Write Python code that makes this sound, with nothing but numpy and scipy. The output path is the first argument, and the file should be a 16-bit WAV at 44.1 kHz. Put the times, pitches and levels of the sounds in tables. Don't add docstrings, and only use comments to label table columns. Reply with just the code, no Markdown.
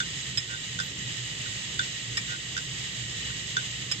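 import sys
import numpy as np
from scipy import signal
from scipy.fft import rfft, irfft, next_fast_len
from scipy.io import wavfile
from scipy.ndimage import map_coordinates

SR = 44100
rng = np.random.default_rng(int(sys.argv[2]) if len(sys.argv) > 2 else 0)


def master(y):
    cut = np.clip(np.atleast_2d(y).T, -1, 1)
    pcm = np.round(cut * 32767)
    wavfile.write(sys.argv[1], SR, pcm.astype(np.int16))


N = 176400


def amp(db):
    return 10 ** (np.asarray(db) / 20)


def along(points, hz):
    row_hz, *columns = np.transpose(points)
    return np.array([np.interp(np.log(hz + 1), np.log(row_hz + 1), column) for column in columns])


def wobble(knots_per_s):
    knots = rng.standard_normal(int(N * knots_per_s / SR) + 4)
    return map_coordinates(knots, [np.arange(N) * knots_per_s / SR])


def filtered(x, response):
    size = next_fast_len(N + 8192)
    return irfft(rfft(x, size) * response(np.fft.rfftfreq(size, 1 / SR)), size)[..., :N]


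def since(start):
    return np.maximum(np.arange(N) / SR - start, 0)


def fall(t, attack_s, t60):
    return (1 - np.exp(-t / attack_s)) * amp(-60 * np.minimum(t / t60, 2))


def add(out, start, sound):
    part = out[:, max(round(start * SR), 0):][:, :sound.shape[1]]
    part += sound[:, :part.shape[1]]


def ring(modes, attack_s):
    t = np.arange(SR // 4) / SR
    out = np.zeros((2, len(t)))
    for k, (hz, left_db, right_db, t60) in enumerate(modes):
        gain = amp(np.array([[left_db], [right_db]]) + .8 * rng.standard_normal())
        out += (-1) ** k * gain * np.sin(2 * np.pi * hz * t) * fall(t, attack_s, t60)
    return out


# frequency in Hz, correlation from 0 to 1.
MIC_LIKENESS = [(100, 1), (300, 1), (600, 0.91), (1500, 0), (3000, 0.44), (7000, 0.29), (14000, 0)]

def stereo_noise(spectrum):
    def mid_side_gains(hz):
        angle = np.arccos(np.clip(along(MIC_LIKENESS, hz)[0], -1, 1)) / 2
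        return np.array([np.cos(angle), np.sin(angle)])
    mid, side = filtered(rng.standard_normal((2, N)), mid_side_gains)
    left_right = np.array([mid + side, mid - side])
    return unit(filtered(left_right, lambda hz: amp(along(spectrum, hz))))


def unit(x):
    return x / np.sqrt(np.mean(x ** 2) + 1e-20)


def room(x):
    t = np.arange(SR // 3) / SR
    tail = rng.standard_normal((2, len(t))) * fall(t, attack_s=0.011, t60=0.079)
    return signal.fftconvolve(x, tail / np.linalg.norm(tail[0]), axes=1)[:, :N]


# frequency in Hz, relative level left and right in dB.
RUMBLE_SPECTRUM = [(25, -105, -106), (38, -126, -109), (58.5, -55.5, -50.5), (93, -60, -57),
                   (120, -49, -45), (174.5, -54, -51), (237, -62.5, -59.5), (306, -62, -62),
                   (517, -70.5, -66.5), (940, -114, -118.5)]

def casing_rumble(level_db=-44.5):
    return amp(level_db + 1.15 * wobble(9.03)) * stereo_noise(RUMBLE_SPECTRUM)


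def spindle_hum(centre_hz=119.4, width_hz=13.5, level_db=-47, left_db=-1.5):
    hum = filtered(rng.standard_normal(N), lambda hz: np.exp(-((hz - centre_hz) / width_hz) ** 2))
    return amp(level_db) * unit(hum) * amp([[left_db], [0]])


# frequency in Hz, relative level left and right in dB.
WHIRR_SPECTRUM = [(1010, -86, -82.5), (1225, -102, -77.5), (1264, -74.5, -84), (1710, -131, -73.5),
                  (1912, -69.5, -61.5), (2007, -69, -71), (2405, -71, -101), (2922, -64.5, -64),
                  (3290, -68, -72), (3420, -67, -70.0), (3970, -89.5, -65), (4150, -73, -79.5),
                  (4650, -79, -72), (6260, -83, -76), (6310, -73.5, -69), (6800, -82.5, -71.5),
                  (7560, -86.5, -67), (8100, -85.5, -79.0), (8800, -113.0, -89.5), (9400, -144.0, -102.0),
                  (10600, -136.0, -144.0), (11400, -115.0, -107.0), (14700, -111.0, -96.5),
                  (15700, -118.0, -108.0)]
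ARM_IN_STREAM = [(-.5, 0.32), (.97, 2.07), (2.76, 3.78)]

def air_whirr(level_db=-36, swell_db=1.5, swell_s=0.053):
    t = since(0)
    in_stream = sum(np.tanh((t - start) / swell_s) - np.tanh((t - end) / swell_s)
                    for start, end in ARM_IN_STREAM) / 2
    flicker_db = 0.92 * wobble(25.44) + 0.18 * wobble(20)
    return amp(level_db + swell_db * in_stream + flicker_db) * stereo_noise(WHIRR_SPECTRUM)


# time of the peak in seconds, level in dB.
HEAD_LANDINGS = [(.848, -58), (2.635, -64)]

def head_squeaks(centre_hz=14450, width_hz=420, width_s=.03):
    friction = filtered(rng.standard_normal((2, N)),
                        lambda hz: 1 / (1 + ((hz - centre_hz) / width_hz) ** 2))
    envelope = sum(amp(db) * np.exp(-((since(0) - peak) / width_s) ** 2) for peak, db in HEAD_LANDINGS)
    return unit(friction) * envelope


# frequency in Hz, relative level left and right in dB, t60 in seconds.
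ARM_MODES = [(1447.6, -5, 4, 0.082), (1550, -2.5, 6.5, 0.075), (2870, -13, -11, 0.05),
             (3462, 2, -17, 0.051), (3570, -1.5, -6, 0.096), (3790, -17, -3.5, 0.041),
             (4510, -5.5, -6.5, 0.043), (5170, -10.5, -12, .03), (6340, -20, -5, 0.049),
             (7450, -27, -19, 0.03)]

def arm_ring(attack_s):
    return ring(ARM_MODES, attack_s)


# start in seconds, length in seconds, tap level in dB.
ARM_BUZZES = [(0.481, 0.069, -41.5), (2.283, 0.066, -44.5)]

def arm_buzzes(step_hz=111.15, scatter_db=3):
    out = np.zeros((2, N))
    for start, length, db in ARM_BUZZES:
        tap = arm_ring(attack_s=0.0025)
        tap_levels = db + scatter_db * rng.standard_normal(32)
        for offset, tap_db in zip(np.arange(0, length, 1 / step_hz), tap_levels):
            add(out, start + offset, amp(tap_db) * tap)
    return out


# frequency in Hz, relative level left and right in dB, t60 in seconds.
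RAMP_MODES = [(2363, -4, -2.5, 0.063), (3100, -10, -4.5, 0.066), (3414, -2, -6, 0.044),
              (3813, -8, 3, 0.068), (5116, 2, 12.5, 0.047), (5220, -5, -3, 0.027), (7550, -15, -4.5, .035),
              (8020, -19, -3, 0.032)]
SPRING_MODES = [(1240, -7, -4, 0.045), (1540, -9, 2, 0.033), (1840, 8, -4, .06), (2344, 3, -2, 0.071),
                (2810, -3, -5, .03), (3460, 3, 1, 0.061)]
# frequency in Hz, relative level left and right in dB.
RAMP_CRACK_SPECTRUM = [(310, -7, 0.5), (870, -10, -8), (1310, -4, 3.5), (2650, 6.5, 3), (3700, 5, 3.5),
                       (4800, -4, -3), (5350, 7, 6), (6100, -15, 0.5), (7700, -6, 6.5), (10000, -35, -15),
                       (15000, -28.5, -19)]
# start in seconds, then ring, crack and clatter levels in dB.
RAMP_TOUCHES = [(0.3733, -27.5, -25.5, -41), (0.3794, -28, -29.5, -38), (0.801, -38, -39.5, -45),
                (2.1706, -30, -26, -33), (2.1765, -33, -30, -28.5), (2.5765, -39, -41, -47),
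                (3.9141, -27.5, -24, -37), (3.92, -30.5, -29, -39)]

def ramp_snaps():
    out = np.zeros((2, N))
    crack = stereo_noise(RAMP_CRACK_SPECTRUM)
    for start, ring_db, crack_db, clatter_db in RAMP_TOUCHES:
        add(out, start, amp(ring_db) * ring(RAMP_MODES, attack_s=0.00068))
        add(out, start, amp(clatter_db) * ring(SPRING_MODES, attack_s=0.001))
        out += amp(crack_db) * crack * fall(since(start), attack_s=0.00031, t60=0.036)
    return out


# frequency in Hz, relative level left and right in dB.
ARM_CRACK_SPECTRUM = [(303, -5, 0), (940, -14, -2.5), (1410, 1, 12.5), (1970, -25, 15.5), (2850, 16.5, -25),
                      (4600, 0, 9), (6460, -2, 8), (8440, -16, 2), (9250, -42, -20), (14600, -39, -45)]
# start in seconds, ring and crack levels in dB.
ARM_BLOWS = [(.0012, -23, -24.5), (.7885, -29.5, -28), (.7995, -32.5, -25), (1.458, -40.5, -44),
             (1.7917, -22, -25), (2.565, -31, -29.5), (2.5758, -31, -27), (3.3004, -40.5, -47),
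             (3.5668, -21, -23.5)]

def arm_knocks():
    out = np.zeros((2, N))
    crack = stereo_noise(ARM_CRACK_SPECTRUM)
    for start, ring_db, crack_db in ARM_BLOWS:
        add(out, start, amp(ring_db) * arm_ring(attack_s=0.0016))
        out += amp(crack_db) * crack * fall(since(start), attack_s=0.00057, t60=0.038)
    return out


def scene(room_db=-14.5, left_lag_s=0.000284):
    arm = arm_knocks() + ramp_snaps() + arm_buzzes() + head_squeaks()
    background = air_whirr() + spindle_hum() + casing_rumble()
    drive = background + arm + amp(room_db) * room(arm)
    return filtered(drive, lambda hz: np.exp(-2j * np.pi * hz * np.array([[left_lag_s], [0]])))


def record(dry):
    return filtered(dry, lambda hz: hz < 15850)


dry = scene()
out = record(dry)
master(out)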